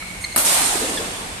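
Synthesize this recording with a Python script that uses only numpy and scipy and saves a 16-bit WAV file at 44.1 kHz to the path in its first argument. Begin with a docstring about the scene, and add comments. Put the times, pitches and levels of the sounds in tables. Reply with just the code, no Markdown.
"""A large sheet-metal hall: a badminton smash cracks, bounces off the floor and roars in a long bright tail.
Crack and hall are shaped noise; decaying sines ring the racket. Shoes squeak as rough tones with overtones and
scuff as a noise swell; dull thuds, the loudest perhaps the return hit, are decaying sines with a noise slap.
An earlier squeak still fades as narrow noise, and the hall hums as filtered noise with wavering low tones.
Two microphone ports colour left and right."""
import sys
import numpy as np
from scipy import signal
from scipy.fft import rfft, irfft, next_fast_len
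from scipy.io import wavfile
from scipy.ndimage import uniform_filter1d

SR = 44100
rng = np.random.default_rng(int(sys.argv[2]) if len(sys.argv) > 2 else 0)


def pcm_store(signal):
    """Save signal as 16-bit PCM."""
    levels = np.round(np.clip(np.atleast_2d(signal), -1, 1) * 32767)
    wavfile.write(sys.argv[1], SR, levels.astype(np.int16).T)


N = 61739
T = np.arange(N) / SR  # seconds


def amp(db):
    """Decibels to an amplitude factor."""
    return 10 ** (np.asarray(db) / 20)


def unit(x):
    """Scale a signal to an RMS of 1."""
    return x / np.sqrt(np.mean(x ** 2) + 1e-20)


def along(points, hz):
    """Read a curve of (Hz, value) points on a log frequency axis."""
    point_hz, value = np.transpose(points)
    return np.interp(np.log(hz + 1), np.log(point_hz + 1), value)


def filtered(x, response):
    """Multiply the spectrum of x by a response of frequency."""
    size = next_fast_len(N + SR // 2)
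    spectrum = rfft(x, size) * response(np.fft.rfftfreq(size, 1 / SR))
    return irfft(spectrum, size)[..., :N]


def peak(centre_hz, width_hz):
    """A causal resonance: it rings only after it is struck."""
    return lambda f: 1j * f * width_hz / (centre_hz ** 2 - f * f + 1j * f * width_hz)


def band_noise(shape, centre_hz, width_hz):
    """White noise through the same resonance twice, RMS 1."""
    noise = rng.standard_normal(shape)
    return unit(filtered(noise, lambda f: peak(centre_hz, width_hz)(f) ** 2))


def diffuse(pair):
    """Mix two unrelated signals into left and right, alike in the bass and mostly unrelated above."""
    # Each row: frequency in Hz, likeness of left and right (1 is identical, 0 unrelated).
    likeness = [(30, .99), (90, 0.67), (180, .87), (350, 0.79), (700, 0.16), (1400, -0.16), (3000, 0.02),
                (12000, -0.076)]
    turn = lambda hz: np.arccos(np.clip(along(likeness, hz), -1, 1)) / 2
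    mid, side = filtered(pair, lambda hz: np.array([np.cos(turn(hz)), np.sin(turn(hz))]))
    return np.array([mid + side, mid - side])


def impulse(start_s, response):
    """One click with this colour, energy 1."""
    click = filtered(1. * (np.arange(N) == round(start_s * SR)), response)
    return click / np.linalg.norm(click)


def blow(start_s, rise_s, t60_s):
    """Envelope of something struck: fast rise, exponential fall."""
    t = np.clip(T - start_s, 0, None)
    return (1 - np.exp(-t / rise_s)) * amp(-60 * t / t60_s)


def swell(start_s, length_s):
    """Envelope of something rubbed: a rounded swell."""
    return np.sqrt(np.abs(np.sin(np.pi * np.clip((T - start_s) / length_s, 0, 1))))


def hall(x, wet_db, far_s=.081):
    """Reverberation: the near walls answer first, then the far walls and a tail that decays by frequency."""
    # Decay of the far tail. Each row: frequency in Hz, time to fall 60 dB in seconds.
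    far_t60 = [(150, 3.7), (400, 1.25), (1000, 2.88), (3000, 2.9), (8500, 1.92), (14000, 1.52)]
    # Colour of the near walls' answer. Each row: frequency in Hz, level in dB.
    near_colour = [(200, -7.5), (600, -2), (2000, -2.5), (8000, -4), (13000, 2)]
    near_s, near_rise_s, near_t60_s = .006, .012, 0.54
    far_rise_s, fill_s, fill_share = .011, 0.15, 0.36  # this share builds up slowly over fill_s
    patchy_db = 2  # random unevenness over time and frequency

    hz, t, z = signal.stft(rng.standard_normal((2, N)), SR, nperseg=128)
    rise = lambda start_s, length_s: np.clip((t - start_s) / length_s, 0, 1)
    near_db = along(near_colour, hz)[:, None] - 60 * t / near_t60_s
    near = rise(near_s, near_rise_s) * amp(near_db)
    fill = (1 - fill_share) * rise(far_s, far_rise_s) + fill_share * rise(far_s, fill_s)
    far = fill * amp(-60 * t / along(far_t60, hz)[:, None])
    tail = signal.istft(z * np.hypot(near, far), nperseg=128)[1]

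    z = signal.stft(tail, nperseg=1024)[2]
    patches = uniform_filter1d(rng.standard_normal(z.shape[1:]), size=3, axis=0)
    patches = uniform_filter1d(patches, size=6, axis=1)
    tail = signal.istft(z * amp(patchy_db * unit(patches)), nperseg=1024)[1][:, :N]
    tail = diffuse(tail / np.sqrt(np.mean(np.sum(tail ** 2, axis=1))))  # energy near 1 a channel
    return amp(wet_db) * signal.fftconvolve(x[None], tail, axes=1)[:, :N]


def hum():
    """Steady rumble and wash of the hall as coloured noise, with low tones wavering as narrow noise."""
    # Colour of the wash. Each row: frequency in Hz, relative level in dB per Hz.
    colour = [(15, -34), (25, -2), (176, -7.5), (427, -13), (749, -10), (1420, -12.5), (2240, -9.5),
              (3090, -14), (5420, -19), (8780, -15.5), (11500, -21), (13800, -38), (15000, -63)]
    # Unsteady low tones. Each row: frequency in Hz, width in Hz, level in dB.
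    drones = [(42.7, 21, -49), (84.7, 17.6, -49.5), (181.8, 20, -49)]
    wash_db = -35
    noise = filtered(rng.standard_normal((2, N)), lambda hz: amp(along(colour, hz)))
    wash = amp(wash_db) * unit(diffuse(noise))
    return wash + sum(amp(db) * band_noise(N, hz, width_hz) for hz, width_hz, db in drones)


def old_squeak():
    """The tail of an earlier squeak: two narrow bands of noise fading away."""
    pitch_hz, width_hz, level_db, second_db, t60_s = 2290, 150, -34, -9.5, 1.8
    band = lambda ratio: band_noise((2, N), ratio * pitch_hz, ratio * width_hz)
    return amp(level_db - 60 * T / t60_s) * (band(0.97) + amp(second_db) * band(1.8))


def scuff():
    """A sole rubs over the floor: a brief swell of bright hiss."""
    start_s, length_s, level_db = 0.2, 0.066, -38.5
    hiss = band_noise((2, N), 8900, 4000)  # centre and width in Hz
    return amp(level_db) * swell(start_s, length_s) ** 2 * hiss


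def thuds():
    """Dull thuds, the loudest perhaps the return hit, others perhaps distant footfalls: ring, slap and boom."""
    # Each row: start in seconds, level in dB, pitch in Hz, time to fall 60 dB in seconds, slap in dB relative
    # to the thud, hall boom in dB (independent of the thud's level), delay of the far walls in seconds.
    knocks = [(.023, -23, 1320, 0.039, 4, -13, 0.057), (.346, -11, 680, 0.013, -26, -7, 0.093),
              (.753, -6, 370.6, 0.026, -5, 7.5, 0.029), (.812, -16.5, 448, 0.065, -25, 5.5, 0.073),
              (.822, -21.5, 255, .12, -25, 0, 0.064), (.842, -17.5, 527, 0.072, -25, -2, 0.075),
              (.889, -22, 447, 0.064, -23, -2.5, 0.078), (.903, -22.5, 193, 0.095, -25, -6.5, .07),
              (.996, -13.5, 443, 0.04, -29, -10, 0.057)]
    rise_s, slap_t60_s, slap_hz, slap_width_hz = 0.0048, 0.016, 1840, 2500
    boom_spread = 1.18  # width over pitch of what fills the hall
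    out = 0
    for start_s, db, hz, t60_s, slap_db, hall_db, far_s in knocks:
        ring = blow(start_s, rise_s, t60_s) * np.sin(2 * np.pi * hz * (T - start_s))
        slap = band_noise(N, slap_hz, slap_width_hz) * blow(start_s, rise_s, slap_t60_s)
        boom = impulse(start_s, lambda f: peak(hz, boom_spread * hz)(f) ** 2)
        out = out + amp(db) * (ring + amp(slap_db) * slap) + hall(boom, hall_db, far_s)
    return out


def squeaks():
    """A rubber sole sticks and slips: short, rough tones with overtones, most of them falling."""
    # Each row: start in seconds, length in seconds, pitch in Hz, glide in Hz per second, roughness as RMS
    # share of the pitch, level in dB, 2nd, 3rd and 4th harmonic in dB relative to the fundamental,
    # echo and hall in dB relative to the tone.
    slips = [(0.209, 0.026, 2184, 0, .05, -41, -5, 1.5, 3.5, -11, 8.5),
             (0.2392, 0.0064, 2150, -6000, 0.018, -21.5, -3.5, -12, -15, -12, 1.5),
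             (0.244, 0.0082, 2109, -6000, 0.028, -21, 1, -9, -13.5, -11.5, -0.5),
             (.972, 0.0097, 1776, -5000, .015, -26, 4.5, -30, -35, -17, -5),
             (.982, 0.0069, 1696, -5000, .02, -30.5, 7, -21, -30, -22, -11)]
    echo_s = .079  # delay of the clear echo from the end wall
    out = 0
    for start_s, length_s, hz, glide, rough, db, second_db, third_db, fourth_db, echo_db, hall_db in slips:
        jitter = rough * unit(uniform_filter1d(rng.standard_normal(N), size=40))
        pitch = (hz + glide * np.clip(T - start_s, 0, length_s)) * (1 + jitter)
        phase = 2 * np.pi * np.cumsum(pitch) / SR
        harmonics_db = (0, second_db, third_db, fourth_db)
        tone = sum(amp(d) * np.sin(phase * (k + 1)) for k, d in enumerate(harmonics_db))
        tone = amp(db) * swell(start_s, length_s) * tone
        echo = amp(echo_db) * np.roll(tone, round(echo_s * SR))
        out = out + tone + echo + hall(tone, hall_db)
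    return out


def smash():
    """Strings and cork crack, the racket rings, the floor repeats the crack and the hall roars."""
    # Colour of the direct crack. Each row: frequency in Hz, relative level in dB per Hz.
    crack_colour = [(100, -32), (200, -10), (1000, 3), (2500, 3), (3500, -7.5), (5000, 2), (6000, -19),
                    (7500, 3), (10500, 9), (14000, -3), (15000, 6.5)]
    # Colour of what fills the hall. Each row: frequency in Hz, relative level in dB per Hz.
    roar_colour = [(60, -47), (150, -14), (290, -5.5), (480, -6), (680, -1), (900, -2.5), (1150, -5.5),
                   (1500, -7.5), (2100, -8.5), (4300, -8), (5700, -8.5), (7200, -5), (8600, -2),
                   (10500, -4), (12000, -9), (14000, -17.5), (14500, -45)]
    # Racket frame and strings. Each row: frequency in Hz, level in dB, time to fall 60 dB in seconds.
    frame = [(237.6, -23, 0.071), (316, -22.5, 0.092), (677, -21, 0.065), (976, -15, 0.028),
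             (1223, -17, .02)]
    start_s, crack_db, rise_s, crack_t60_s = .3608, .5, .001, .014
    bounce_s, hall_db = .0043, 25.5  # the floor bounce is as loud as the crack

    noise = filtered(rng.standard_normal((2, N)), lambda hz: amp(along(crack_colour, hz)))
    noise = unit(diffuse(noise))
    burst = blow(start_s, rise_s, crack_t60_s)
    burst = burst + blow(start_s + bounce_s, rise_s, crack_t60_s)
    ring = sum(amp(db) * blow(start_s, rise_s, t60_s) * np.sin(2 * np.pi * hz * (T - start_s))
               for hz, db, t60_s in frame)
    roar = hall(impulse(start_s, lambda hz: amp(along(roar_colour, hz))), hall_db)
    return amp(crack_db) * noise * burst + ring + roar


def scene():
    """The hall's hum, the shoes, the thuds and the smash together."""
    return hum() + old_squeak() + scuff() + thuds() + squeaks() + smash()


def record(dry):
    """Two microphone ports colour left and right differently; the top treble is faint, then cut off."""
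    # Each row: frequency in Hz, left minus right in dB.
    port_difference = [(100, -0.5), (180, 2), (400, 0), (3000, 0), (5500, -2), (7000, -1.5), (8700, -14),
                       (10000, 3.5), (11500, 7.5), (13500, 1.5)]
    treble_end_hz, top_hz = 14300, 15600  # 30 dB down above the first, silent from the second
    ports = lambda hz: amp(along(port_difference, hz) * np.array([[.5], [-.5]]))
    treble = lambda hz: np.where(hz < treble_end_hz, 1, amp(-30)) * (hz < top_hz)
    return filtered(dry, lambda hz: ports(hz) * treble(hz))


dry = scene()
out = record(dry)
pcm_store(out)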